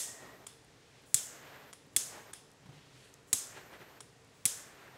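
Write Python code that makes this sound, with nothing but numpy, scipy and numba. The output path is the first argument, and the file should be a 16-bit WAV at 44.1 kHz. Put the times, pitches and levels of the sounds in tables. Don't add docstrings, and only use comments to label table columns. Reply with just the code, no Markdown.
import sys
import numpy as np
from scipy import signal
from scipy.fft import rfft, irfft, next_fast_len
from scipy.io import wavfile
from scipy.ndimage import uniform_filter1d
from numba import njit

SR = 44100
rng = np.random.default_rng(int(sys.argv[2]) if len(sys.argv) > 2 else 0)


def elevation(decibels):
    levels = np.asarray(decibels, float)
    return 10 ** (levels / 20)


def file_out(sig):
    cols = np.atleast_2d(sig).T
    lim = np.clip(cols, -1, 1)
    pcm = np.round(lim * 32767).astype(np.int16)
    wavfile.write(sys.argv[1], SR, pcm)


N = 219265
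LEAD = 4410


def level(x, db):
    return x * elevation(db) / np.sqrt(np.mean(x ** 2))


@njit
def svf(x, hz, width):
    y, b, l = np.empty(len(x)), 0., 0.
    g, k = np.tan(np.pi * hz / SR), width / hz
    for i in range(len(x)):
        v = (b + g * (x[i] + 1e-18 - l)) / (1 + g * (g + k))
        b, l, y[i] = 2 * v - b, l + 2 * g * v, k * v
    return y


def ring(x, modes):
    return sum((-1) ** k * elevation(db) * svf(x, 1. * hz, 1. * width)
               for k, (hz, width, db) in enumerate(modes))


def walk(rate):
    k = int(SR / rate)
    steps = rng.standard_normal(N)[np.arange(N) // k]
    return 1.3 * uniform_filter1d(uniform_filter1d(steps, k), k)


def decay(t, t60):
    return np.exp(-np.log(1000) * t / t60)


# [f/Hz, level/dB per Hz]
SHOP_AIR = [(20, -22.5), (50, -4), (130, -3.5), (200, -6), (500, -3), (1300, -9), (8000, -17.5),
            (16000, -37)]
# [f/Hz, width/Hz, level/dB]
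FANS = [(128, 35, -67), (404, 22, -74.5), (455, 21, -72.5), (279.7, 21, -74.5), (1870, 94, -78)]
SHOP_DB, FAN_WAVER_DB = -58.5, 1.3


def shop():
    size = next_fast_len(N)
    hz = np.fft.rfftfreq(size, 1 / SR) + 1
    curve_hz, curve_db = np.transpose(SHOP_AIR)
    colour = np.interp(np.log(hz), np.log(curve_hz), curve_db)
    air = irfft(rfft(rng.standard_normal(size)) * elevation(colour), size)[:N]
    hum = 0
    for f, width, db in FANS:
        tone = level(svf(rng.standard_normal(N), 1. * f, 1. * width), db)
        hum = hum + tone * elevation(FAN_WAVER_DB * walk(2.8))
    return level(air, SHOP_DB - 5.5) + hum


# [f/Hz, level after a snap/dB, level after a release/dB, t60/s]
ROOM = [(500, -30.5, -15, .42), (1980, -21.5, -10.5, 0.32), (3400, -11, -7, 0.44),
        (5000, -15.5, -10.5, 0.62), (6750, 1, -6.5, 0.58), (10000, -0.5, 0, 0.32),
        (12500, -13.5, -37, 0.48), (15500, -19.5, -25.5, .2)]
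ROOM_GAP_S, ROOM_BUILD_S, ROOM_PATCHY_DB = 0.0037, 0.005, .9


def room_ring(column):
    t = np.arange(SR // 2) / SR
    room = np.array(ROOM)
    bands = 400 * 2 ** np.arange(0, 5.4, .2)
    db, t60 = (np.interp(np.log(bands), np.log(room[:, 0]), room[:, c]) for c in (column, -1))
    noise = []
    for hz, band_db in zip(bands, db):
        band = level(svf(rng.standard_normal(2 * SR), hz, hz / 6), band_db)
        noise.append(band * elevation(ROOM_PATCHY_DB * walk(24.4)[:2 * SR]))
    noise = np.transpose(noise)
    fade = decay(t[:, None], t60) / np.sqrt(np.sum(elevation(db) ** 2))
    build = 1 - np.exp(-np.clip(t - ROOM_GAP_S, 0, None) / ROOM_BUILD_S)
    return lambda start: build * np.sum(noise[start:start + SR // 2] * fade, axis=1)


# [t/s, peak level/dB, f favoured by the way the shell faces/Hz, plate echo/ms, rebound/ms]
SNAPS = [
    (-.02, -11, 8330, .7, 2.5),
    (1.1434, -9, 7700, .7, 1.9),
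    (1.9634, -13.5, 9600, .35, 2.4),
    (3.3296, -12.5, 8000, 1.05, 3.4),
    (4.4544, -10.5, 10000, .35, 4.2),
]
RELEASES = [
    (0.4664, -42, 8600, 0.85, 2.2),
    (1.729, -47, 10000, 0.3, 3.7),
    (2.3328, -41.5, 9800, 0.49, 2.1),
    (4.0049, -47, 8800, 0.75, 2.5),
]
# [f/Hz, width/Hz, level/dB]
SHELL_LOW = [(760, 700, -10.5), (1218, 1800, -7.5), (2340, 540, 5.5), (3370, 126, 15), (4300, 740, -5)]
SHELL_MID = [(6050, 4200, -10.5), (6930, 580, 1), (8030, 1000, -2.5), (9180, 550, 1.5), (10000, 1000, -5)]
SHELL_TOP = [(11240, 5300, 1.5), (14230, 1100, 0.5), (15800, 1200, -4)]
TRIGGER_LOW = [(1100, 840, -0.098), (2300, 480, -1.7), (3270, 350, 1), (5900, 1200, -1.9)]
# [f/Hz, width/Hz, level/dB]
SPRING = [(3480, 120, 9), (5174, 220, 7.5), (10300, 740, 0)]
# [low shell, top shell, room, rattle, rebound: level/dB]
SNAP_KIND = (-24.5, -20, -34, -30.5, -12)
RELEASE_KIND = (-40.5, -62, -57, -55, -46)
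FACING_HZ, FACING_NEAR_DB, FACING_FAR_DB = 1788, -3.5, -9.5
RATTLE_T60_S, RISE_S = 0.023, 0.00048
ECHO_DB, REBOUND_LOSS_DB_PER_MS = -2, 4
SPRING_SNAP_DB, SPRING_RELEASE_DB, SPRING_PER_DB = -12.5, -5.5, 1.1
LOW_PUSH_S = 0.01
LOW_TILT = .7


def rattle(t):
    return (t > 0) * (1 - np.exp(-np.abs(t) / RISE_S)) * decay(np.abs(t), RATTLE_T60_S)


def facing(x, hz, db):
    return x + elevation(db) * svf(x, 1. * hz, 1. * FACING_HZ)


def strike(row, kind, harder, grit):
    _, db, hz, echo_ms, lag_ms = row
    *_, rattle_db, back_db = kind
    t = np.arange(LEAD) / SR
    late = t - lag_ms / 1000
    rebound_db = back_db + harder - db - REBOUND_LOSS_DB_PER_MS * lag_ms
    push = np.sinc(t * SR) - elevation(rebound_db) * np.sinc(late * SR)
    push = push + elevation(rattle_db + harder - db) * grit * (rattle(t) + rattle(late))
    push = push + elevation(ECHO_DB) * np.sinc((t - echo_ms / 1000) * SR)
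    return facing(push, hz, FACING_NEAR_DB)


def clicks():
    near, far = np.zeros(N + SR), np.zeros(N + SR)
    t = np.arange(LEAD) / SR
    loud, soft = room_ring(column=1), room_ring(column=2)
    for rows, kind, low, ring_from in ((SNAPS, SNAP_KIND, SHELL_LOW, loud),
                                       (RELEASES, RELEASE_KIND, TRIGGER_LOW, soft)):
        low_db, top_db, room_db, *_ = kind
        mean_db = np.mean(rows, axis=0)[1]
        shell = low, SHELL_MID, SHELL_TOP
        peaks = [np.abs(ring(np.sinc(t * SR), modes)).max() for modes in shell]
        for k, row in enumerate(rows):
            s, db, hz, *_ = row
            harder = 0 if rows is SNAPS else db - mean_db
            push = strike(row, kind, harder, rng.standard_normal(LEAD))
            pushes = push * np.exp(-t / LOW_PUSH_S), push, push
            part_dbs = low_db - LOW_TILT * (db - harder - mean_db), db, top_db + harder
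            at = LEAD + int(s * SR)
            for x, modes, part_db, peak in zip(pushes, shell, part_dbs, peaks):
                near[at:at + LEAD] += elevation(part_db) * ring(x, modes) / peak
            echoes = ring_from(k * SR // 5)
            spring_db = SPRING_SNAP_DB if rows is SNAPS else SPRING_RELEASE_DB + SPRING_PER_DB * harder
            spring = sum(ring(echoes, [mode]) for mode in SPRING)
            tail = facing(echoes, hz, FACING_FAR_DB) + elevation(spring_db) * spring
            far[at:at + SR // 2] += elevation(room_db + harder) * tail
    return near[LEAD:LEAD + N], far[LEAD:LEAD + N]


# [gas opens ahead of the snap t/s, then level/dB of cold hiss, burning hiss, roar, bright roar]
BURNS = [
    (.08, -74, -74, -59, -70),
    (0.096, -66, -70.5, -62, -60.5),
    (.048, -73, -71, -59.5, -61),
    (0.0674, -67, -73.5, -61, -60.5),
    (.124, -74.5, -74.5, -60.5, -59),
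]
SHUT_LEAD_S = 0.0099


def burns():
    shuts = [row[0] - SHUT_LEAD_S for row in RELEASES] + [N / SR + 1]
    return [(snap[0] - burn[0], snap[0], out) for snap, burn, out in zip(SNAPS, BURNS, shuts)]


# [f/Hz, width/Hz, level/dB]
ROAR = [(298, 470, -6.5), (580, 290, 1), (930, 906, -6)]
BRIGHT = [(1474, 900, 0.5), (2500, 3300, -0.5), (4250, 4000, -4)]
# [peak t/s, length/s, swell level/dB]
LICKS = [
    (0.26, 0.23, 5.5),
    (1.492, 0.51, 6),
    (2.168, 0.17, 6.5),
    (3.578, 0.13, 9.5),
    (3.739, 0.087, 9),
    (3.819, .07, 7.5),
    (3.92, 0.24, 1),
    (4.93, 0.044, -3),
]
# [from, to t/s]
POCKET = (1880, 66, -61.5)
POCKET_FADE_S = .32, .42
CATCH_S, STARVE_S, BRIGHT_SAG_DB_PER_S = .045, 0.012, 9.5
LICK_BRIGHT_SHARE = 1.14


def flame():
    t, low, high = np.arange(N) / SR, 0, 0
    for (_, lights, shuts), (*_, roar_db, bright_db) in zip(burns(), BURNS):
        lit = np.interp(t, [lights, lights + CATCH_S, shuts - STARVE_S, shuts], [0, 1, 1, 0])
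        low = low + lit * elevation(roar_db)
        high = high + lit * elevation(bright_db - BRIGHT_SAG_DB_PER_S * (t - lights))
    lick_db = sum(db * np.clip(1 - np.abs(2 * (t - s) / length), 0, 1) for s, length, db in LICKS)
    roar = level(ring(rng.standard_normal(N), ROAR), 0)
    roar = roar * low * elevation(lick_db + 1.2 * walk(40))
    grain = elevation(0.29 * rng.exponential(size=N)) * rng.standard_normal(N)
    bright = level(ring(ring(grain, BRIGHT), BRIGHT), 0)
    bright = bright * high * elevation(LICK_BRIGHT_SHARE * lick_db + 0.97 * walk(45))
    hz, width, db = POCKET
    pocket = level(svf(rng.standard_normal(N), 1. * hz, 1. * width), db)
    return roar + bright + pocket * np.interp(t, POCKET_FADE_S, [1, 0])


# [f/Hz, width/Hz, level/dB]
COLD = [(7400, 4100, -2.5), (11000, 4400, -4.5), (15500, 2100, -4)]
BURNING = [(6440, 5000, -9), (13100, 4500, -1), (15000, 4200, -6)]
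JET_FLICKER_DB = 1.5


def hiss(modes):
    eddies = sum(elevation(JET_FLICKER_DB * walk(27)) * ring(rng.standard_normal(N), [mode]) for mode in modes)
    return level(ring(eddies, modes), 0)


def jet():
    t, cold, burning = np.arange(N) / SR, 0, 0
    for (opens, lights, shuts), (_, cold_db, burning_db, *_) in zip(burns(), BURNS):
        unlit = np.interp(t, [opens, opens + 0.019, lights, lights + 0.0077], [0, 1, 1, 0])
        lit = np.interp(t, [lights, lights + .01, shuts - .01, shuts], [0, 1, 1, 0])
        cold = cold + elevation(cold_db) * unlit
        burning = burning + elevation(burning_db) * lit
    return cold * hiss(COLD) + burning * hiss(BURNING) * elevation(0.87 * walk(4.1))


# [starts t/s, fastest t/s, stops t/s, level/dB,
# fine band rel level/dB]
RUB = [
    (.4, 1.038, 1.1, -66.5, -21),
    (2.574, 2.783, 3.12, -66, -25.5),
    (2.82, 3.054, 3.26, -65, -5),
    (3.688, 3.732, 3.8, -74, 7),
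    (4.1, 4.36, 5.4, -73, -10),
]


def rub():
    t = np.arange(N) / SR
    fine = level(svf(svf(rng.standard_normal(N), 8400., 5900.), 8400., 5900.), 0)
    coarse = level(svf(svf(rng.standard_normal(N), 2500., 5000.), 2500., 5000.), 0)
    out = 0
    for starts, fastest, stops, db, fine_db in RUB:
        speed = np.interp(t, [starts, fastest, stops], [0, 1, 0])
        out = out + speed * elevation(db) * (coarse + speed * elevation(fine_db) * fine)
    return elevation(1.2 * walk(29.98)) * out


# [t/s, peak level/dB, f/Hz, width/Hz]
GRIP = [(.647, -53, 9000, 4970), (1.022, -59, 11000, 7100), (1.037, -59, 10000, 7000),
        (1.866, -63, 13500, 4000), (2.506, -60, 10500, 2500), (2.516, -48, 7800, 9000),
        (2.535, -63.5, 11500, 3000), (3.1402, -39.5, 6800, 7000), (3.23, -62, 10000, 3000),
        (4.207, -62.5, 10500, 8000), (4.215, -60.5, 8000, 1500), (4.247, -55, 7000, 6060),
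        (4.277, -61, 9000, 7000), (4.3, -64, 11000, 5000), (4.879, -47, 1760, 400)]
GRIP_S = 0.00099


def grip():
    out, t = np.zeros(N + SR), np.arange(LEAD) / SR
    for s, db, hz, width in GRIP:
        band = [(hz, width, 0)]
        grit = rng.standard_normal(LEAD) * np.exp(-t / GRIP_S)
        tick = ring(ring(grit, band), band)
        at = int(s * SR)
        out[at:at + LEAD] += elevation(db) * tick / np.abs(tick).max()
    return out[:N]


# [t/s, peak level/dB, f/Hz, t60/s, upper mode rel level/dB]
PUFFS = [
    (1.145, -38.5, 122, 0.039, -15),
    (1.964, -44, 118, 0.044, -1),
    (2.657, -52, 189, 0.064, -4),
    (2.69, -44.5, 140, 0.079, -12.5),
    (2.717, -52.5, 146, 0.42, -8),
    (3.332, -47.5, 107, 0.066, 2),
    (4.455, -45, 120, 0.043, -0.5),
]
# [f/Hz, width/Hz, level/dB]
UPPER = [(280, 440, 1), (520, 260, -5), (790, 407, -12.5)]


def puffs():
    out, t = np.zeros(N + SR), np.arange(SR // 2) / SR
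    for s, db, hz, t60, upper_db in PUFFS:
        shape = (1 - np.exp(-t / .003)) * decay(t, max(t60, .01))
        rough = level(ring(rng.standard_normal(len(t)), UPPER), upper_db)
        swing = np.sin(2 * np.pi * hz * t) + rough
        at = int(s * SR)
        out[at:at + len(t)] += elevation(db) * swing * shape / shape.max()
    return out[:N]


TOP_HZ = 15700


def low_pass(x, hz):
    return signal.sosfilt(signal.ellip(10, .2, 70, hz, fs=SR, output="sos"), x)


def scene():
    near, far = clicks()
    steady = far + shop() + flame() + jet() + rub() + grip() + puffs()
    return (low_pass(near, TOP_HZ + 600) + low_pass(steady, TOP_HZ))[None]


def roll_off(x):
    return signal.sosfilt(signal.butter(12, 16890, fs=SR, output="sos"), x)


def record(dry):
    return roll_off(dry)


dry = scene()
out = record(dry)
file_out(out)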